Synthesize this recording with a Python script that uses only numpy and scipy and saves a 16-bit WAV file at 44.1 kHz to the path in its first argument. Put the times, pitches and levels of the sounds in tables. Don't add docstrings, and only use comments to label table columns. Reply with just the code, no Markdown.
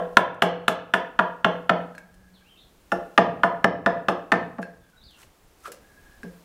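import sys
import numpy as np
from scipy import signal
from scipy.fft import rfft, irfft
from scipy.io import wavfile
from scipy.ndimage import uniform_filter1d

SR = 44100
rng = np.random.default_rng(int(sys.argv[2]) if len(sys.argv) > 2 else 0)


def wrap_up_sound(samples):
    columns = np.atleast_2d(samples).T
    tamed = np.clip(columns, -1, 1)
    steps = np.round(tamed * 32767).astype(np.int16)
    wavfile.write(sys.argv[1], SR, steps)


def attenuation_scalar(level_db):
    decades = np.asarray(level_db, float) / 20
    return 10 ** decades


N = 284004
LEAD = SR // 4
CHISEL_RESET_S = 2.5


def rms_one(x):
    return x / np.sqrt(np.mean(x ** 2) + 1e-20)


def at_hz(points, hz):
    points = np.array(points)
    return np.interp(np.log(hz), np.log(points[:, 0]), points[:, 1])


def filtered(x, order, hz, kind="low"):
    return signal.sosfilt(signal.butter(order, hz, kind, fs=SR, output="sos"), x)


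def smoothed(x, time_s):
    keep = np.exp(-1 / (time_s * SR))
    return signal.lfilter([1 - keep], [1, -keep], x)


def noise():
    return rng.standard_normal(N + LEAD)


def rough(hz):
    return rms_one(filtered(noise(), 2, hz))


def coloured(spectrum, low_hz, high_hz):
    hz = np.maximum(np.fft.rfftfreq(N + LEAD, 1 / SR), 1)
    shaped = rfft(noise()) * attenuation_scalar(at_hz(spectrum, hz))
    part = irfft(shaped * (hz > low_hz) * (hz < high_hz), N + LEAD)
    return irfft(shaped, N + LEAD) / np.std(part)


def clock():
    return np.arange(N + LEAD) / SR - LEAD / SR


def window(start_s, length_s, edge_s):
    t = clock() - start_s
    return np.clip(np.minimum(t, length_s - t) / edge_s, 0, 1)


def swell(s, rise_s, t60):
    t = clock() - s
    return attenuation_scalar(np.where(t < 0, 9 * t / rise_s, -60 * t / t60))


def clicks(seconds, db):
    out = np.full(N + LEAD, 1e-18)
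    out[np.round(np.asarray(seconds) * SR).astype(int) + LEAD] = attenuation_scalar(db)
    return out


def ring(x, hz, t60):
    r = attenuation_scalar(-60 / (t60 * SR))
    w = 2 * np.pi * hz / SR
    return signal.lfilter([1 / 2, 0, -1 / 2], [1, -2 * r * np.cos(w), r * r], x)


def struck(seconds, db, modes, spread_db, contact_s):
    scatter = spread_db * rng.standard_normal((len(seconds), len(modes)))
    out = 0
    for k, (hz, level_db, t60) in enumerate(modes):
        hits = clicks(seconds, db + level_db + scatter[:, k])
        out = out + (-1) ** k * ring(hits, hz, min(t60, .6))
    return smoothed(out, contact_s)


def crackle(seconds, db, t60, low_hz, build_s, high_hz=11500):
    envelope = signal.lfilter([1], [1, -attenuation_scalar(-60 / (t60 * SR))], clicks(seconds, db))
    bursts = smoothed(envelope, build_s) * noise()
    return filtered(filtered(bursts, 2, low_hz, "high"), 3, high_hz)


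def blows(s, db, beam_db, top_db, crack_db, bend_db, contact_s):
    # frequency in Hz, level in dB, T60 in seconds.
    knock_modes = [(873, 1, 0.0094), (1006, 2, 0.013), (1258, 2, 0.016), (1397, 4, 0.018),
                   (1745, 3.5, 0.011)]
    top_modes = [(2146, -4, 0.034), (2515, -3.5, 0.022), (2704, -1, 0.015), (3074, 4, 0.01),
                 (3493, -1.5, 0.016), (4216, -13.5, 0.0077)]
    leaning_modes = [(310, 0, 0.017), (350, -8.5, 0.14), (407, -3.5, 0.068), (440, -4, 0.23),
                     (471, -2.5, 0.16), (493, -3, 0.36), (536, 6, 0.088), (545, -4, 0.14), (628, 5, 0.21),
                     (640, 2.5, 0.19), (678, 7, .15), (842, 0, 0.3), (1050, -2.5, 0.1), (1066, -3, 0.22)]
    steep_modes = [(273.5, 1, 0.009), (353.5, -12, 0.11), (430, -16, 0.16), (456.6, -8.5, 0.15),
                   (511, -1, 0.052), (599, -6, 0.13), (657.5, 0.5, 0.049), (684.3, -2, 0.21),
                   (791, -3.5, 0.05), (846, 2.5, 0.057), (948, -26, 0.48), (1152, -9, 0.091),
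                   (1780, -13, 0.17)]
    bending_modes = [(70, -31, 0.035), (103, -14.5, 0.065), (140, -14.5, 0.14), (174.4, -10, 0.74),
                     (186.1, -3.5, .3), (222, 4.5, 0.05), (270, 2.5, .04), (318, -8.5, 0.056)]
    thump_modes = [(150, -29, .03), (240, -11, .03), (300, -18, .025)]
    hard_s, spread = .00002, 2.2
    back = s + 0.00299 + .002 * rng.random(len(s))

    knock = struck(s + 0.00058, db + 0.5, knock_modes, spread, contact_s)
    knock += struck(back, db - 2, knock_modes, 2 * spread, contact_s)
    knock += crackle(back, db - 8, t60=0.056, low_hz=600, build_s=0.0004, high_hz=1600)

    top = struck(s, db + top_db + 3.0, top_modes, spread, hard_s)
    top += struck(back, db + top_db - 9.0, top_modes, spread, hard_s)
    top += crackle(s, db + top_db + 2.5, t60=.03, low_hz=1900, build_s=0.00077, high_hz=3550)

    crack = crackle(s, db + crack_db + 0.5, t60=0.01, low_hz=2934, build_s=0.0003)
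    crack += crackle(back, db + crack_db, t60=0.02, low_hz=2976, build_s=0.00031)
    crack += crackle(back, db + crack_db - 11, t60=0.14, low_hz=3500, build_s=.004)

    leaning = s < CHISEL_RESET_S
    beam = 0
    for some, modes in ((leaning, leaning_modes), (~leaning, steep_modes)):
        if some.any():
            beam = beam + struck(back[some], (db + beam_db)[some] - 1.5, modes, spread, contact_s)
    bending = struck(s + 0.0012, db + beam_db + bend_db + 6.0, bending_modes, spread, contact_s)
    bending += struck(s, db, thump_modes, spread, contact_s)
    return np.array([knock + top + crack + attenuation_scalar(-5.5) * beam, beam + bending])


def workshop(x, onset_s, late_db, late_stretch):
    # frequency in Hz, T60 in seconds.
    room_t60 = [(100, 0.95), (260, 0.45), (700, 0.41), (1800, 0.36), (4000, 0.34), (8000, 0.15),
                (15000, 0.082)]
    # frequency in Hz, level in dB.
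    room_colour = [(100, -22), (260, -18.5), (700, -26.5), (1500, -42), (2200, -34.5), (3300, -39),
                   (5000, -35), (15000, -40.5)]
    t = np.arange(SR) / SR
    edges = 70 * 2 ** np.arange(0, 8.1, .5)
    response = 0
    for low, high in zip(edges, edges[1:]):
        band = filtered(rng.standard_normal(SR), 2, [low, high], "band")
        hz = np.sqrt(low * high)
        fall_db = -60 * t / at_hz(room_t60, hz)
        decay = attenuation_scalar(fall_db) + attenuation_scalar(late_db + fall_db / late_stretch)
        response = response + band * attenuation_scalar(at_hz(room_colour, hz)) * decay
    return signal.fftconvolve(x, response * np.clip(t / onset_s, 0, 1) ** 2)[:len(x)]


def background():
    # frequency in Hz, level in dB per Hz.
    tone_colour = [(88, -26.5), (150, 0), (302, -2), (600, -6), (1000, -8.5), (2290, -14.5), (4620, -18),
                   (15700, -22.5)]
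    tone = filtered(coloured(tone_colour, 7000, 15000), 2, 90, "high")
    wind = rms_one(filtered(noise(), 2, [11, 80], "band"))
    gusts = attenuation_scalar(-55.5 + 3.5 * rough(hz=5.8))
    return attenuation_scalar(-64.5) * tone + gusts * wind


def pressed(loud):
    knee_db, share, attack_s, memory_s = -35.5, 0.67, .15, 0.55
    power = smoothed(smoothed(loud ** 2, attack_s), memory_s)
    return (1 + power / attenuation_scalar(2 * knee_db)) ** (-share / 2)


def ticks():
    # time in seconds, peak in dB, blade ring in dB.
    edge_ticks = [(0.1291, -59.5, -23), (0.3434, -54, -18), (1.9505, -52.5, 1), (1.9805, -46, 6.5),
                  (2.1409, -55.5, -7.5), (4.617, -52, -11), (4.629, -54, 8.5), (4.8982, -59.5, -22.5),
                  (5.1074, -54, -21), (5.2323, -51, -11), (5.6794, -45.5, -18), (5.7188, -34.5, -22),
                  (6.2322, -49, 3.5)]
    # frequency in Hz, level in dB, T60 in seconds.
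    blade_modes = [(1620, 3, 0.041), (2650, -14.5, 0.022)]
    # time in seconds, frequency in Hz, level in dB, T60 in seconds.
    blade_rings = [(.422, 4300, -59.5, 0.63), (1.446, 6050, -50, 0.12), (1.951, 4230, -59, 0.089),
                   (2.919, 5440, -38.5, 0.049), (3.178, 5350, -22, 0.0084), (3.435, 5300, -54, 0.18),
                   (3.435, 4300, -65.5, .08), (3.863, 5130, -38.5, 0.057), (3.644, 5330, -29.5, 0.027),
                   (4.085, 5870, -43.5, 0.089), (4.085, 5260, -34, 0.04), (4.624, 2650, -48, 0.083),
                   (4.624, 4300, -61, 0.15), (4.624, 5360, -60, .15), (4.624, 6900, -56.5, 0.06),
                   (4.624, 8550, -62, .08), (4.624, 9700, -60, .1), (1.981, 2220, -49, 0.045),
                   (6.232, 5350, -62, 0.14)]
    # time in seconds, level in dB.
    chip_break = [
        (5.7185, -25),
        (5.7203, -26),
        (5.7235, -34),
    ]
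    s, db, blade_db = np.transpose(edge_ticks)
    snaps = crackle(s, db + 1, t60=.04, low_hz=1200, build_s=.0005)
    blade = struck(s, db + blade_db + 5, blade_modes, spread_db=5.5, contact_s=.00002)
    rings = sum(ring(clicks([at], ring_db), hz, t60) for at, hz, ring_db, t60 in blade_rings)
    chip = filtered(clicks(*np.transpose(chip_break)), 1, 2500, "high")
    return snaps + blade + rings + chip


def drag():
    # start in seconds, length in seconds, level in dB.
    beam_hum = (2.0, 0.39, -63.5)
    # start in seconds, length in seconds, frequency in Hz, level in dB.
    blade_strokes = [
        (2.087, 0.23, 1653, -62),
        (2.36, 0.093, 1616, -61.5),
        (4.808, .1, 1620, -64),
        (4.92, 0.073, 1482, -60),
        (4.948, 0.117, 1600, -67),
        (5.802, 0.44, 1647, -57.5),
    ]
    turn = 2 * np.pi * clock()
    edge = 0.14
    start_s, hum_s, hum_db = beam_hum
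    hum = window(start_s, hum_s, edge * hum_s) * attenuation_scalar(hum_db) * np.sin(184 * turn)
    hum *= .7 + .5 * rough(hz=7)
    strokes = sum(window(s, length, edge * length) * attenuation_scalar(db) * np.sin(hz * turn)
                  for s, length, hz, db in blade_strokes)
    return hum + (.5 + 0.89 * rough(hz=58.6)) * strokes


def bird():
    # start in seconds, length in seconds, from Hz, to Hz, level in dB.
    bird_glides = [(2.335, 0.047, 4500, 2940, -72.5), (2.388, 0.052, 2290, 2340, -82),
                   (2.442, 0.062, 2450, 3200, -75), (2.488, 0.045, 3220, 3010, -69.5),
                   (2.542, .025, 3056, 2580, -74), (2.572, 0.012, 3500, 4070, -68),
                   (2.588, 0.021, 3310, 4400, -70), (2.608, 0.028, 4320, 3120, -72),
                   (4.814, 0.027, 3500, 3450, -83.5), (4.964, 0.042, 3810, 3930, -72.5),
                   (5.013, .032, 3500, 4790, -68), (5.036, 0.13, 4890, 2640, -67.5)]
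    out = np.zeros(N + LEAD)
    for s, length, from_hz, to_hz, db in bird_glides:
        t = np.arange(int(length * SR)) / SR
        bend = 1 + 6 * length
        hz = to_hz + (from_hz - to_hz) * (1 - t / length) ** bend
        edges = np.clip(np.minimum(t, length - t) / 0.0027, 0, 1)
        whistle = np.sin(2 * np.pi * np.cumsum(hz) / SR)
        out[int(s * SR) + LEAD:][:len(t)] += edges * attenuation_scalar(db - 67 * t) * whistle
    return (0.81 + 0.36 * rough(hz=150)) * out


def sweeps():
    # peak time in seconds, level in dB, rise in seconds, T60 in seconds.
    hand_strokes = [
        (5.221, -59, 0.047, 0.195),
        (5.672, -54, .035, 0.13),
        (5.735, -59.5, .006, 0.19),
    ]
    # frequency in Hz, level in dB per Hz.
    hiss_colour = [(200, -17), (600, 0), (1500, 6), (3000, -2), (8000, 1.5), (16000, -6.5)]
    hiss = coloured(hiss_colour, 5500, 14000)
    grain = attenuation_scalar(3 * rms_one(uniform_filter1d(noise(), size=50)))
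    return sum(attenuation_scalar(db) * swell(s, rise_s, t60) for s, db, rise_s, t60 in hand_strokes) * hiss * grain


def scuffs():
    # time in seconds, frequency in Hz, level in dB, T60 in seconds.
    knuckle_taps = [
        (5.6563, 1330, -29.5, 0.019),
        (5.6801, 510, -27.5, 0.012),
    ]
    # time in seconds, level in dB, frequency in Hz, width in Hz, T60 in seconds.
    beam_rubs = [
        (5.658, -32.5, 1320, 120, 0.12),
        (5.68, -46.5, 502, 150, 0.027),
        (5.712, -71, 482, 100, 0.13),
        (5.18, -60, 1380, 203, 0.21),
        (5.234, -49, 2070, 1210, 0.015),
        (6.246, -42, 462, 50.5, 0.083),
    ]
    out = np.zeros(N + LEAD)
    for s, hz, db, t60 in knuckle_taps:
        out += ring(ring(clicks([s], db - 25.5), hz, t60 / 2), hz, t60)
    for s, db, hz, width_hz, t60 in beam_rubs:
        out += attenuation_scalar(db) * swell(s, .006, t60) * rms_one(ring(noise(), hz, 2.5 / width_hz))
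    return out


def scene():
    # time in seconds, peak in dB, then beam, handle top and crack in dB relative to the peak.
    mallet_blows = [(0.1694, 3, -25, -13, -23.5), (0.4209, -3.5, -18.5, -9.5, -18),
                    (0.68, -7.5, -22, -8, -13.5), (0.9373, -8, -25, -9.5, -22.5),
                    (1.1902, -9, -21, -14.5, -34), (1.4451, -9.5, -16, -9, -34),
                    (1.694, -5.5, -20.5, -15, -46), (2.9178, -16, -6.5, -16, -20),
                    (3.1771, -4, -6.5, -15.5, -29.5), (3.4334, -6.5, -11, -19, -30.5),
                    (3.643, -7, -4.5, -18, -32.5), (3.8611, -8, -8.5, -16.5, -36),
                    (4.0841, -7.5, -13.5, -15.5, -28.5), (4.3185, -9, -8, -13.5, -27.5)]
    earlier_blow = (-.085, -9, -15, -15, -26)
    # time in seconds, peak in dB, beam in dB re peak, bending in dB re beam.
    soft_bumps = [
        (4.336, -11.5, -22, -40),
        (4.584, -27, -1, -5),
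        (6.2326, -48, 0, 9),
        (6.25, -62, 1, 16.5),
    ]
    hits = np.transpose([earlier_blow, *mallet_blows])
    bend_db = np.where(hits[0] < CHISEL_RESET_S, 2, -9)
    s, db, beam_db, bump_bend_db = np.transpose(soft_bumps)
    driven = blows(*hits, bend_db, contact_s=.0001)
    bumped = blows(s, db, beam_db, -50, -55, bump_bend_db, contact_s=.00028)
    airborne, low_ring = driven + bumped
    rubbed = scuffs()
    near = airborne + ticks() + drag() + sweeps() + rubbed
    song = bird()
    into_room = near - .5 * rubbed + attenuation_scalar(24) * song
    room = workshop(into_room, onset_s=0.0025, late_db=-23.5, late_stretch=2.6)
    work = near + low_ring + room
    return (work + attenuation_scalar(7) * song + pressed(work) * background())[None, LEAD:]


def gain_control(x, knee_db, share, attack_s, release_db_s):
    back_db = release_db_s * np.arange(x.shape[1]) / SR
    over_db = np.maximum(20 * np.log10(np.abs(x) + 1e-9) - knee_db, 0)
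    held_db = np.maximum(np.maximum.accumulate(share * over_db + back_db, axis=1) - back_db, 0)
    return x * attenuation_scalar(-smoothed(held_db, attack_s))


def band_limit(x):
    return signal.sosfilt(signal.butter(12, 15890, fs=SR, output="sos"), x)


def record(dry):
    thud = filtered(dry, 2, 14, "high")
    level = gain_control(thud, knee_db=-4.5, share=0.78, attack_s=.006, release_db_s=17)
    held = level / (1 + np.abs(level) ** 12) ** (1 / 12)
    cut = signal.sosfilt(signal.cheby2(10, 25, 16150, fs=SR, output="sos"), held)
    return band_limit(cut)


dry = scene()
out = record(dry)
wrap_up_sound(out)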